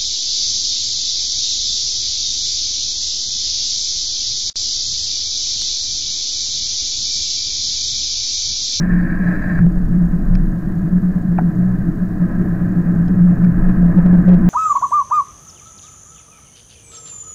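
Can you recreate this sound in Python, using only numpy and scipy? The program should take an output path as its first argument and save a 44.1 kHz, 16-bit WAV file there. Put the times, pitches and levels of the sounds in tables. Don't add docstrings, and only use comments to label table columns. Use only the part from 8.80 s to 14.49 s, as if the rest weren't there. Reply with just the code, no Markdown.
import sys
import numpy as np
from scipy import signal
from scipy.fft import rfft, irfft, next_fast_len
from scipy.io import wavfile
from scipy.ndimage import map_coordinates

SR = 44100
rng = np.random.default_rng(int(sys.argv[2]) if len(sys.argv) > 2 else 0)


def inscribe(sig):
    pcm = np.round(np.clip(np.atleast_2d(sig).T, -1, 1) * 32767)
    wavfile.write(sys.argv[1], SR, pcm.astype(np.int16))


def magnitude_from_level(level_db):
    exponent = np.asarray(level_db, float) / 20
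    return 10 ** exponent


N = 250929

# time in seconds, level in dB.
ROAR_LEVEL = [
    (0, -40.5),
    (.9, -43),
    (1.8, -43),
    (3.29, -41.5),
    (3.45, -40),
    (4.4, -39),
    (5.01, -37),
    (5.5, -35.5),
    (5.69, -36),
]


def unit(x):
    return x / np.sqrt(np.mean(x ** 2) + 1e-20)


def along(points, hz):
    f, v = np.transpose(points)
    return np.interp(np.log(hz + 1), np.log(f + 1), v)


def curves(rows):
    s, *cols = np.transpose(rows)
    return [np.interp(np.arange(N) / SR, s, c) for c in cols]


def wobble(rate):
    knots = rng.standard_normal(int(N * rate / SR) + 4)
    return map_coordinates(knots, [np.arange(N) * rate / SR])


def filtered(x, response):
    m = next_fast_len(N + SR // 2)
    return irfft(rfft(x, m) * response(np.fft.rfftfreq(m, 1 / SR)), m)[:N]


def modes(table):
    def response(f):
        return sum((-1) ** k * magnitude_from_level(db) * 1j * f * w / (c * c - f * f + 1j * f * w)
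                   for k, (c, w, db) in enumerate(table))
    return response


def muffle(hz):
    return lambda f: 1 / (1 + 1.3j * f / hz - (f / hz) ** 2) ** 2


def rush(spectrum, lumpy_db, rate):
    drive = rng.standard_normal(N) * magnitude_from_level(lumpy_db * wobble(rate))
    return unit(filtered(drive, lambda hz: magnitude_from_level(along(spectrum, hz))))


def throbbing(rows, rest_hz, idle_db, edge_s, dome_db, drift):
    t, out, busy = np.arange(N) / SR, np.zeros(N), np.zeros(N)
    for s, length, db, hz in rows:
        k = slice(max(round((s - .2) * SR), 0), round((s + length + .2) * SR))
        since, left = t[k] - s, t[k] - s - length
        held = (np.tanh(since / edge_s) - np.tanh(left / edge_s)) / 2
        dome = magnitude_from_level(db + 0.31 - dome_db * (2 * since / length - 1) ** 2)
        out[k] += dome * held * np.sin(2 * np.pi * hz * since + drift[k])
        busy[k] += (np.tanh(since / edge_s + 0.8) - np.tanh(left / edge_s - 1.1)) / 2
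    idle_level = magnitude_from_level(idle_db + 4.9 * np.tanh(wobble(rest_hz / 7)))
    idle = idle_level * np.sin(2 * np.pi * rest_hz * t + 1.8 * drift)
    return np.sqrt(2) * (out + np.clip(1 - busy, 0, 1) * idle)


def clamp():
    # start in seconds, length in seconds, level in dB, pitch in Hz.
    throbs = [(.085, .175, -13.5, 176.5), (.319, 0.023, -11.5, 179), (.442, .093, -14.5, 176.5),
              (.804, 0.1, -10, 173.4), (1.097, 0.19, -12, 176.1), (1.324, 0.049, -11.5, 176.5),
              (1.508, 0.066, -13, 181.2), (2.115, 0.08, -10, 179.4), (2.225, 0.095, -13, 179),
              (2.35, 0.039, -12, 176.6), (2.442, 0.17, -14.5, 176), (2.608, 0.1, -13, 172.4),
              (2.755, 0.14, -13, 179.5), (2.899, 0.069, -15, 181.9), (3.045, 0.061, -13.5, 177),
              (3.202, 0.057, -14, 179), (3.398, 0.067, -11, 177), (3.591, 0.043, -10, 181),
              (3.953, 0.066, -11.5, 170.5), (4.058, 0.08, -13, 174.4), (4.144, 0.14, -13.5, 172),
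              (4.296, 0.051, -11, 180), (4.362, 0.18, -8.5, 176.5), (4.589, 0.14, -10, 173.6),
              (4.817, 0.14, -13.5, 180.5), (4.978, 0.15, -9.5, 174.4), (5.156, .064, -8.5, 178.5),
              (5.23, 0.2, -8, 177.2), (5.453, 0.13, -6.5, 178.6), (5.6031, 0.19, -9.5, 181.3)]
    # time in seconds, change in dB.
    surges = [(.825, 3), (.847, 2), (.878, 3.5), (.145, 2), (4.412, 2.5), (4.441, 2.5), (4.646, 2),
              (4.888, -2), (4.907, 3), (5.045, 2.5), (5.178, 1.5), (5.192, 4), (5.259, 4.5), (5.33, 1.5),
              (5.355, 2), (5.372, -2), (5.391, 4), (5.482, 3), (5.5, 2), (5.546, 2.5)]
    t = np.arange(N) / SR
    jolts = 1 + .05 * wobble(45) + .05 * wobble(130)
    surge_db = sum(size_db * np.exp(-((t - s) / .008) ** 2) for s, size_db in surges)
    hum = throbbing(throbs, rest_hz=176.5, idle_db=-20.5, edge_s=0.011, dome_db=4, drift=.52 * wobble(30))
    return magnitude_from_level(surge_db) * jolts * hum


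def sway():
    # start in seconds, length in seconds, level in dB, pitch in Hz.
    flexes = [(0.041, 0.21, -19, 27.75), (0.51, 0.032, -21, 24.9), (0.755, 0.052, -21.5, 30.1),
              (0.836, 0.32, -16.5, 27.27), (1.211, 0.152, -22, 26.37), (1.41, 0.32, -12.5, 29.24),
              (1.87, 0.064, -22.5, 22.2), (2.479, 0.032, -23.5, 26), (4.552, 0.106, -20, 22.64),
              (4.697, 0.068, -20.5, 20.9), (4.764, 0.174, -12, 22.15), (5.201, 0.1, -22.5, 26.42),
              (5.432, 0.082, -20.5, 28.86), (5.554, 0.088, -21.5, 28.12)]
    bend = throbbing(flexes, rest_hz=24.3, idle_db=-27.5, edge_s=.04, dome_db=5.5, drift=0.23 * wobble(7))
    return magnitude_from_level(0.72 * wobble(8.2)) * bend


def buffeting():
    # time in seconds, level in dB.
    gusts = [(0, -28.5), (.7, -30.5), (.82, -23.5), (1.5, -25), (1.62, -29.5), (1.9, -29.5), (2.45, -31),
             (2.9, -37.5), (4.45, -33), (5.07, -24.5), (5.69, -20.5)]
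    # frequency in Hz, density in dB per Hz.
    flutter = [(4, -28), (12, 1.5), (20, -4), (27, -4.5), (34, -4.5), (44, -1.5), (54, -11), (70, -16),
               (90, -21.5), (120, -43.5), (200, -120)]
    (gust_db,) = curves(gusts)
    return magnitude_from_level(gust_db + 4.5) * rush(flutter, .4, 16.0)


def shake():
    # frequency in Hz, density in dB per Hz.
    frame = [(30, -120), (50, -21.5), (70, -3.5), (90, -4.5), (120, 0), (145, 0), (165, 0), (200, -25),
             (400, -120)]
    fork = [(80, -120), (165, -12.5), (200, 4), (250, -6.5), (300, -3.5), (335, -5.5), (370, -21),
            (420, -19.5), (520, -43), (1000, -120)]
    # time in seconds, frame lift in dB, fork lift in dB.
    bumps = [(.11, 1.5, 2.5), (.815, 11.5, 3.5), (1.11, 5, -1), (1.522, 10, -3), (2.581, 2.5, 4),
             (2.78, 3, 3), (2.881, 2.5, -5), (3.64, 1.5, 6), (4.2, 5.5, 0.5), (4.531, 3.5, 2), (5.5, 3, 0)]
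    bump_s = .045
    t = np.arange(N) / SR
    (tyre_db,) = curves(ROAR_LEVEL)
    swell_db = tyre_db - tyre_db.mean()
    bump_db = sum(np.outer(sizes_db, np.exp(-((t - s) / bump_s) ** 2)) for s, *sizes_db in bumps)
    frame_db = -27.5 + 0.21 * swell_db + bump_db[0]
    fork_db = -25 + .4 * swell_db + bump_db[1]
    return magnitude_from_level(frame_db) * rush(frame, 0.47, 19) + magnitude_from_level(fork_db) * rush(fork, 1.0, 14)


def tyres():
    # frequency in Hz, density in dB per Hz.
    tread = [(220, -30.5), (380, -3), (411, 1.5), (456, -6), (712, 1.5), (840, -13), (1010, -12.5),
             (1150, -13), (1430, -15), (1660, -6.5), (1870, -13), (2080, -26), (3050, -42.5), (3960, -67.5),
             (6710, -120)]
    # frequency in Hz, width in Hz, lift in dB.
    cavities = [(705, 120, -5), (1027, 40, 7.5), (1284, 91, 7), (1540, 130, 2.5), (1700, 120, 0.5),
                (2130, 150, 1.5), (2490, 170, 7)]
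    (tyre_db,) = curves(ROAR_LEVEL)

    def lift(hz):
        return magnitude_from_level(sum(db / (1 + (2 * (hz - c) / w) ** 2) for c, w, db in cavities))

    roar = unit(filtered(rush(tread, 1.0, 40), lift))
    return magnitude_from_level(tyre_db + 2.5 + .8 * wobble(8)) * roar


def brake():
    # frequency in Hz, width in Hz, level in dB.
    disc = [(612, 79, -10), (1090, 60, -10.5), (1290, 19, -6.5), (1620, 128, 2), (1781, 139, 1),
            (2290, 170, -15), (2630, 280, -25.5), (3890, 200, -0.5), (4660, 160, 1.5)]
    # time in seconds, lift in dB.
    bites = [
        (.005, 8),
        (.216, 10),
        (.31, 10),
        (.354, 8),
        (.49, 11),
        (.56, 10),
        (.632, 13),
        (.684, 7),
        (.748, 11),
        (.796, 7),
    ]
    let_go_s, release_db_per_s = 0.792, 331.5
    squeeze_s, squeeze_db = .42, 2.5
    warp_hz, warp_s, warp_db = 5.8, .32, 1.1
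    t = np.arange(N) / SR
    release_db = -release_db_per_s * np.clip(t - let_go_s, 0, 1)
    tight = np.tanh((t - squeeze_s) / 0.018) / 2 + .5
    warp = np.cos(2 * np.pi * warp_hz * (t - warp_s))
    rub_db = -34 + squeeze_db * tight + warp_db * warp + release_db
    bite_db = sum(db * np.exp(-((t - s) / 0.022) ** 2) for s, db in bites)
    sizzle_db = -75.5 + bite_db + release_db
    slips = rng.standard_normal(N) * magnitude_from_level(1.4 * wobble(120) + .7 * wobble(30))
    rub = unit(filtered(filtered(slips, modes(disc[:7])), muffle(2600)))
    groan = unit(filtered(slips, modes(disc[:1])))
    sizzle = unit(filtered(filtered(slips, modes(disc[7:])), modes(disc[7:])))
    return magnitude_from_level(rub_db + 1.2) * (rub + magnitude_from_level(-15.5) * tight * groan) + magnitude_from_level(sizzle_db) * sizzle


def knocks():
    # time in seconds, then peak, low, upper and
    # top group levels in dB.
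    hits = [(.789, -25.5, -10, -21, -45), (1.553, -30, -20, 1, -4), (1.558, -39.5, -15.5, -7, -17),
            (2.5817, -31.5, -4, 2, -58.5), (2.586, -28, 15, -14.5, -45.5), (2.5876, -29.5, 9, -10, -44),
            (2.593, -28, 2, -19, -46), (2.601, -41, 10.5, -24.5, -38), (2.609, -41, 13, -24.5, -40),
            (4.2805, -61, -23, -5, 15), (4.282, -61, -25, -6, 16.5), (4.647, -33.5, -13, -3, -16)]
    # frequency in Hz, width in Hz, level in dB.
    strut = [
        [(1200, 390, -2), (1580, 330, 8), (1950, 160, -4.5)],
        [(610, 54, -6.5), (780, 110, 5.5), (1096, 88, -0.5)],
        [(2257, 140, 4.5), (2500, 400, 1.5)],
        [(3150, 440, -4), (3900, 500, -4.5), (5130, 610, 2.5)],
    ]
    shut_hz = [2130, 1400, 2800, 6500]
    blows, t = np.zeros((4, N)), np.arange(SR // 50) / SR
    for s, db, low_db, upper_db, top_db in hits:
        scrape = 0.082 * rng.standard_normal(len(t)) * magnitude_from_level(-60 * t / 0.017)
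        burst = (t == 0) + scrape
        levels = db + np.array([[31], [low_db + 35.0], [upper_db + 28.0], [top_db + 26.5]])
        blows[:, round(s * SR):][:, :len(t)] += magnitude_from_level(levels) * burst
    out = np.zeros(N)
    for blow, group, hz in zip(blows, strut, shut_hz):
        ring = filtered(blow, modes(group))
        out += filtered(filtered(ring, muffle(hz)), muffle(1.13 * hz))
    return out


def motor():
    # time in seconds, pitch in Hz, level in dB.
    growl = [
        (2.6, 121.8, -36),
        (2.9, 120, -25.5),
        (3.19, 125, -30.5),
        (3.348, 105, -37),
        (3.64, 108, -27.5),
        (4.021, 110.1, -33.5),
        (4.46, 117.7, -26),
        (5.041, 130.8, -28),
        (5.3, 145.4, -34),
    ]
    hz, db = curves(growl)
    t = np.arange(N) / SR
    pulling = np.clip(np.minimum(t - growl[0][0], growl[-1][0] - t) / 0.21, 0, 1)
    level = magnitude_from_level(db + 4.2 * np.tanh(wobble(10)))
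    phase = 2 * np.pi * np.cumsum(hz) / SR + 0.22 * wobble(14)
    return np.sqrt(2) * pulling * level * np.sin(phase)


def circuit():
    # frequency in Hz, density in dB per Hz.
    hiss = [(2200, -30), (2800, 2.5), (3300, 1), (4000, 2.5), (5500, 0.5), (7500, -1), (9000, -1.5),
            (11500, -0.5), (12000, 2), (15700, 2), (17000, -63.5)]
    # time in seconds, level in dB.
    bursts = [
        (.0185, -1),
        (.0235, -1.5),
        (.003, -11),
        (.0075, -10.5),
    ]
    # frequency in Hz, rms level in dB.
    clocks = [(8075, -85), (11649, -84.5), (12489, -90)]
    frame_hz = 30
    t = np.arange(N) / SR
    gate = sum(magnitude_from_level(db) * np.exp(-((t - s) * frame_hz % 1) / (.0025 * frame_hz)) for s, db in bursts)
    board = modes([(4600, 500, -7.0), (6740, 620, -3), (13400, 4500, -13.5)])
    ticks = unit(filtered(gate * rng.standard_normal(N), board))
    ticks = ticks + 0.68 * unit(gate) * np.sin(2 * np.pi * 6700 * t + 3 * wobble(60))
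    tick_db = -69 + 2.7 * np.exp(-((t - 1.1) / 0.64) ** 2)
    writing = (t - .5) % 1.04 < .2
    write_noise = unit(filtered(rng.standard_normal(N), modes([(12100, 900, 0)])))
    tones = sum(np.sqrt(2) * magnitude_from_level(db) * np.sin(2 * np.pi * hz * t) for hz, db in clocks)
    steady = magnitude_from_level(-61.5) * rush(hiss, .4, 30) + tones
    return steady + magnitude_from_level(tick_db) * unit(ticks) + magnitude_from_level(-70.0) * writing * write_noise


def scene():
    ride = clamp() + sway() + buffeting() + shake() + tyres()
    return (ride + brake() + knocks() + motor() + circuit())[None]


def low_pass(x):
    return signal.sosfilt(signal.butter(12, 15720, fs=SR, output="sos"), x)


def record(dry):
    x = dry - .028
    crest = x / (1 + np.abs(x / .71) ** 16) ** (1 / 16)
    x = np.where(x > 0, crest, np.maximum(x, -.703))
    return low_pass(x)


dry = scene()
out = record(dry)
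inscribe(out)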